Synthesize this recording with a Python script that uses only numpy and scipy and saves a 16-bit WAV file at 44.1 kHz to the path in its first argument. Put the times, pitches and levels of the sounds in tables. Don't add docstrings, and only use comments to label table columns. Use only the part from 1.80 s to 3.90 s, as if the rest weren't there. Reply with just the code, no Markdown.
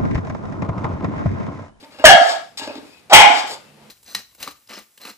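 import sys
import numpy as np
from scipy import signal
from scipy.fft import rfft, irfft, next_fast_len
from scipy.io import wavfile
from scipy.ndimage import uniform_filter1d, minimum_filter1d

SR = 44100
rng = np.random.default_rng(int(sys.argv[2]) if len(sys.argv) > 2 else 0)


def generate_wav(sig):
    pcm = np.round(np.clip(np.atleast_2d(sig).T, -1, 1) * 32767).astype(np.int16)
    wavfile.write(sys.argv[1], SR, pcm)


def invert_db(level):
    return 10 ** (np.asarray(level, dtype=float) / 20)


N = 92610


def shape(x, gain):
    n = next_fast_len(x.shape[-1] + 4096)
    f = np.arange(n // 2 + 1) * SR / n + 1e-3
    return irfft(rfft(x, n) * gain(f), n)[..., :x.shape[-1]]


def unit(x):
    return x / np.sqrt(np.mean(x ** 2))


def peak(f, hz, width):
    return 1 / (1 + 1j * (f / hz - hz / f) * hz / width)


def points(f, table):
    table = np.array(table, float)
    return np.interp(np.log(f), np.log(table[:, 0]), table[:, 1])


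def walk(rate_hz, size=N):
    k = max(int(SR / rate_hz), 1)
    noise = rng.standard_normal(size)
    return unit(uniform_filter1d(uniform_filter1d(noise, k), k))


def hum(hz, width):
    return unit(shape(rng.standard_normal(N), lambda f: peak(f, hz, width) ** 2))


def ring_down(age, t60):
    return np.exp(-np.log(1000) * age / t60)


def bark(rows, throat, second, jitter):
    jitter_hz, shimmer_db, low_rasp_db = 150, 2.5, -12
    rows = np.array(rows, float)
    start = int(rows[0, 0] * SR)
    t = np.arange(start, int(rows[-1, 0] * SR)) / SR
    hz, db, open_db, rasp_db = (np.interp(t, rows[:, 0], rows[:, k]) for k in range(1, 5))

    def tract(f):
        total = 0
        for k, (centre, width, gain_db) in enumerate(throat):
            total = total + (invert_db(gain_db + (k > 0) * open_db) * abs(peak(f, centre, width)) ** 2) ** 2
        return np.sqrt(total)

    voice = 0
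    for ratio, gain_db in [(0.98, 0.0051)] + list(second):
        f = hz * ratio * (1 + jitter * walk(jitter_hz)[:len(t)])
        phase = 2 * np.pi * np.cumsum(f) / SR
        harmonics = range(1, int(12 / min(ratio, 1)))
        tone = sum(tract(k * f) * np.sin(k * phase + k * k) for k in harmonics)
        voice = voice + invert_db(gain_db + shimmer_db * walk(jitter_hz)[:len(t)]) * tone

    gate = .5 + .5 * np.cos(2 * np.pi * np.cumsum(hz) / SR)
    breath = rng.standard_normal(N)[:len(t)] * gate
    for k, (centre, width, gain_db) in enumerate(throat):
        rasp = unit(shape(breath, lambda f: peak(f, centre, width) ** 2))
        voice = voice + invert_db(rasp_db + gain_db + (open_db if k else low_rasp_db)) * rasp
    out = np.zeros(N)
    out[start:][:len(t)] = voice * invert_db(db)
    return out


def first_bark():
    # (time [s], pitch [Hz], level [dB], mouth opening [dB], rasp [dB])
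    folds = [
        (.2385, 681.4, -39.5, -19, -27),
        (.2412, 652.6, 5, -21, -24.5),
        (.251, 648, 4, -9.5, -21),
        (.256, 630.7, -6, 10.5, 3),
        (.27, 600, -3.5, 6.5, -3.5),
        (.285, 575, 0, 6.5, -15.5),
        (.315, 557.6, -11.5, 13.5, -12),
        (.34, 530, -37.5, 31, -11),
    ]
    # (time [s], pitch [Hz], level [dB], mouth opening [dB], rasp [dB])
    broken = [
        (.282, 800, -24, 2.5, -5),
        (.293, 789.2, 5.5, -15, -15.5),
        (.315, 764.8, 5, -14.5, 0.5),
        (.34, 698, 0.5, -15, -11),
        (.37, 700.7, 2, -16.5, -10.5),
        (.40, 690, -27, -13.5, -19),
    ]
    # (centre [Hz], width [Hz], level [dB])
    throat = [(716, 332, 0.5), (1279, 140, -15), (1680, 290, -3.5), (2070, 210, -10.5), (2889, 150, -9),
              (3128, 460, -6), (4570, 3200, -16.5), (8000, 2300, -15.5)]
    # (pitch ratio to the folds, level [dB])
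    second = [(0.5, -3)]
    return bark(folds, throat, second, 0.016) + bark(broken, throat, [(.91, -5)], 0.03)


def second_bark():
    # (time [s], pitch [Hz], level [dB], mouth opening [dB], rasp [dB])
    folds = [
        (1.297, 850, -50, -3.5, 2),
        (1.2995, 819, -31, -10, -6),
        (1.322, 666.5, -19.5, -28, 18.5),
        (1.333, 637.4, 4.5, -9.5, -5),
        (1.339, 892.8, 10, -4, 3.5),
        (1.365, 875.9, 3, 1.5, 0.5),
        (1.40, 850, 1.5, -3.5, 2.5),
        (1.424, 835.8, 6.5, -8, 0),
        (1.44, 830, -33.5, -19.5, 12),
    ]
    # (time [s], pitch [Hz], level [dB], mouth opening [dB], rasp [dB])
    dropped = [
        (1.418, 770, -23, -4, 4.5),
        (1.43, 755.8, 0.5, -16.5, 1.5),
        (1.455, 731.2, -6.5, -5.5, 3),
        (1.5, 714, -29.5, 2.5, 4.5),
    ]
    # (centre [Hz], width [Hz], level [dB])
    throat = [(830, 487, -0.5), (1340, 580, -11.5), (2200, 700, -2.5), (2963, 890, -3), (5150, 1600, -12.5),
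              (7800, 330, -20)]
    # (pitch ratio to the folds, level [dB])
    second = [(1.25, -9), (0.2, -10)]
    return bark(folds, throat, second, 0.012) + bark(dropped, throat, [(.93, -7.5)], 0.03)


def snuffles():
    # (start [s], rise [s], hold [s], level [dB], brightness
    # [dB per octave])
    breaths = [(.0, 0.0063, 0.014, -56, 2.5), (0.027, 0.001, 0.02, -46.5, -1.5),
               (0.095, 0.043, 0.046, -52.5, -0.5), (0.185, 0.0022, 0.046, -45, -2.5),
               (0.385, 0.046, 0.086, -26.5, 2.5), (0.7729, 0.00092, 0.026, -39, 5.5),
               (0.796, 0.023, 0.043, -40, 1), (0.852, 0.019, 0.11, -47, -1),
               (0.873, .001, 0.0055, -43.5, 3), (0.953, 0.0009, 0.0043, -42, 1.5),
               (1.013, 0.064, .12, -63, 4), (1.2975, 0.00089, 0.031, -33, -0.5),
               (1.457, 0.079, 0.063, -25, 2), (1.66, 0.016, 0.066, -47, 9),
               (1.692, 0.014, 0.034, -44.5, -6.5), (1.962, 0.019, 0.074, -61.5, -5)]
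    # (centre [Hz], width [Hz], level [dB])
    nostrils = [(500, 280, -2.5), (850, 140, -2), (1210, 450, -2.5), (1700, 590, -14), (2160, 1100, -3.5),
                (2760, 1200, -7), (3780, 1300, -0.5), (4820, 1100, -1), (7200, 1800, -8.5),
                (11400, 1500, -19.5)]
    fall_ratio, flutter_hz, flutter_db = 0.26, 60, 1.5
    t = np.arange(N) / SR
    s, rise, hold, db, tilt_db = np.array(breaths, float).T[:, :, None]
    attack = np.clip((t - s) / rise, 0, 1)
    fall = np.exp(-np.clip(t - s - rise - hold, 0, None) / (fall_ratio * hold))
    puffs = invert_db(db) * attack * fall
    bands = [invert_db(gain_db + walk(30)) * hum(hz, width) for hz, width, gain_db in nostrils]
    octaves = np.log2(np.array(nostrils)[:, :1] / 2000)
    weights = invert_db(octaves * tilt_db.T) @ puffs
    return (weights * bands).sum(axis=0) / 2 * invert_db(flutter_db * walk(flutter_hz))


def whistles():
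    # (start [s], length [s], pitch [Hz], width [Hz], level [dB])
    squeaks = [
        (.79, .06, 1680, 70, -45),
        (.87, 0.068, 2560, 90, -42.5),
        (1.031, 0.22, 2517, 120, -61),
        (1.782, 0.18, 2650, 80, -63.5),
    ]
    t = np.arange(N) / SR
    out = np.zeros(N)
    for s, length, hz, width, db in squeaks:
        swell = np.sin(np.pi * np.clip((t - s) / length, 0, 1))
        out += invert_db(db) * swell * hum(hz, width)
    return out


def paws():
    # (time [s], peak [dB], hardness [dB per octave], mode favoured by the spot [Hz])
    steps = [(0.027, -34.5, -3.5, 840), (0.086, -46, 1, 760), (0.145, -41.5, 6.5, 500),
             (0.196, -26, 6, 500), (0.795, -34.5, 8.5, 800), (0.817, -26, 5.5, 790), (0.874, -21.5, 3, 600),
             (0.883, -30.5, -2, 600), (0.9, -25.5, -4.5, 500), (0.956, -24.5, -7, 400),
             (0.979, -24.5, -11, 400), (1.029, -37.5, -12, 300), (1.049, -38.5, -9.5, 280),
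             (.41, -19.5, -2.5, 300), (1.439, -26, -5, 290), (1.472, -22.5, -18, 290),
             (1.499, -16.5, -12, 296), (1.536, -25, -12, 291), (1.571, -29.5, -12.5, 290),
             (1.639, -27.5, 3.5, 500)]
    # (pitch [Hz], level [dB], t60 [s])
    modes = [(215, -26, 0.044), (275, 8.5, 0.051), (294, -10.5, 0.12), (410.4, -5, 0.082),
             (535.5, -5, 0.02), (600, -4.5, 0.06), (690, -15.5, 0.04), (770, -11, 0.031),
             (850, -12.5, 0.04), (1640, -22, 0.08), (2786, -20.5, 0.045)]
    paws_db, knock_db, pad_s, low_hz = 1, -26.5, 0.0016, 230
    spot_db, spot_octaves, detune_ratio = 7, .2, 0.0091
    out, t = np.zeros(N + SR), np.arange(SR // 3) / SR
    hz, db, t60 = np.array(modes, float).T[:, :, None]
    for s, peak_db, hard_db, spot_hz in steps:
        spread, detune = rng.standard_normal((2, len(modes), 1))
        spot = spot_db * np.exp(-(np.log2(hz / spot_hz) / spot_octaves) ** 2)
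        gain = invert_db(db + spread + hard_db * np.log2(hz / hz[1]) + spot)
        tones = np.sin(2 * np.pi * hz * (1 + detune_ratio * detune) * t)
        ring = (gain * tones * ring_down(t, t60)).sum(axis=0)
        knock = invert_db(knock_db + hard_db) * rng.standard_normal(len(t)) * np.exp(-t / .004)
        out[int(s * SR):][:len(t)] += invert_db(peak_db + paws_db) * (ring / 2 * (1 - np.exp(-t / pad_s)) + knock)
    return shape(out[:N], lambda f: (f / (f - 1j * low_hz)) ** 3)


def thuds():
    # (time [s], peak [dB], pitch [Hz], t60 [s])
    stomps = [
        (0.029, -55.5, 90, 0.13),
        (0.179, -47, 85, 0.25),
        (0.816, -43, 90, 0.14),
        (.87, -46, 96, 0.22),
        (.955, -46, 85, 0.093),
        (1.71, -46, 111, .15),
    ]
    t = np.arange(N) / SR
    s, db, hz, t60 = np.array(stomps, float).T[:, :, None]
    age = np.clip(t - s, 0, None)
    onset = 1 - np.exp(-age / 0.018)
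    return (invert_db(db) * np.sin(2 * np.pi * hz * age) * onset * ring_down(age, t60)).sum(axis=0)


def room(x):
    # (centre [Hz], t60 [s], level [dB])
    decays = [(200, 0.19, -12.5), (463, 0.42, -1), (800, 0.4, 2.5), (1410, 0.42, 3), (2930, 0.38, -3.5),
              (6912, 0.53, -8.5), (12000, 0.33, -13.5)]
    room_db, gap_s, build_s, fade_s = -4, 0.0038, 0.0099, 0.39
    like = 0.19
    t = np.arange(SR) / SR
    echo = 0
    for hz, t60, db in decays:
        mid, side = shape(rng.standard_normal((2, SR)), lambda f: peak(f, hz, hz) ** 2)
        pair = np.sqrt(1 + like) * mid + np.sqrt(1 - like) * side * np.array([[1], [-1]])
        echo = echo + invert_db(db) * pair * ring_down(t, t60) / np.sqrt(t60)
    echo = echo * np.clip((t - gap_s) / build_s, 0, 1) * np.exp(-(t / fade_s) ** 4)
    return invert_db(room_db) * signal.fftconvolve(x[None], 3 * echo / np.sqrt(SR / 2), axes=1)[:, :N]


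def quiet():
    # (frequency [Hz], density [dB per Hz])
    spectrum = [(18, -83.5), (70, -36), (160, -9), (260, -9.5), (774, -14), (1090, -17), (2700, -20),
                (14000, -33)]
    # (centre [Hz], width [Hz], level [dB], swell start [s])
    drone = [(90, 91, -69.5, -1), (145, 8.6, -61, 1.42), (215, 18, -58.5, 1.59), (519, 170, -57, 1.96),
             (880, 40, -72, 1.97)]
    quiet_db, wander_db, swell_s, swell_from_db = -56, 2, 0.48, -12.5
    t, noise = np.arange(N) / SR, rng.standard_normal((3, N))
    shared = noise[:2] + 0.71 * noise[2]
    out = unit(shape(shared, lambda f: invert_db(points(f, spectrum)))) * invert_db(quiet_db + wander_db * walk(6.8))
    for hz, width, db, s in drone:
        swell_db = swell_from_db * np.clip(1 - (t - s) / swell_s, 0, 1)
        out = out + invert_db(db + swell_db) * hum(hz, width)
    return out


def scene():
    right_lag_s, pan_db, nose_room_db, paw_room_db = -.00013, 0.5, -5, 1
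    voice = first_bark() + second_bark()
    nose = snuffles() + whistles()
    feet = paws()
    dog = voice + nose + feet
    right = shape(dog, lambda f: np.exp(-2j * np.pi * f * right_lag_s))
    direct = np.array([dog * invert_db(pan_db / 2), right * invert_db(-pan_db / 2)])
    echo = room(voice + invert_db(nose_room_db) * nose + invert_db(paw_room_db) * feet)
    return direct + echo + quiet() + thuds()


def low_pass(x):
    return signal.sosfilt(signal.butter(12, 20000, fs=SR, output="sos"), x)


def record(dry):
    # (frequency [Hz], left minus right [dB])
    balance = [(60, -1), (250, -0.5), (600, -2.5), (1200, -1.5), (2400, 8), (5000, 7), (9000, -11.5),
               (14000, -3)]
    mic_top_hz, top_hz, low_hz, top_shelf = 14400, 16500, 60, .025
    limit_db, ratio, hold_s, release_s = -6.5, 1.995, .004, 0.058
    drive_db, skew, clip_knee, out_db = 1.5, 0.012, 4, 0.7
    sides = np.array([[.5], [-.5]])
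    x = shape(dry, lambda f: invert_db(points(f, balance) * sides) / (1 + (f / mic_top_hz) ** 60))
    floor = -minimum_filter1d(-abs(x).max(axis=0), int(hold_s * SR))
    rate = 1 / (release_s * SR)
    loud = signal.lfilter([rate], [1, rate - 1], floor)
    x = x * invert_db(drive_db) * np.maximum(loud / invert_db(limit_db), 1) ** (1 / ratio - 1)
    x = x + skew * np.minimum(x ** 4, 4)
    x = x / (1 + abs(x) ** clip_knee) ** (1 / clip_knee) * invert_db(out_db)
    x = shape(x, lambda f: (top_shelf + 1 / (1 + (f / top_hz) ** 40)) * f / (f - 1j * low_hz / 4))
    return low_pass(x)


dry = scene()
out = record(dry)
generate_wav(out)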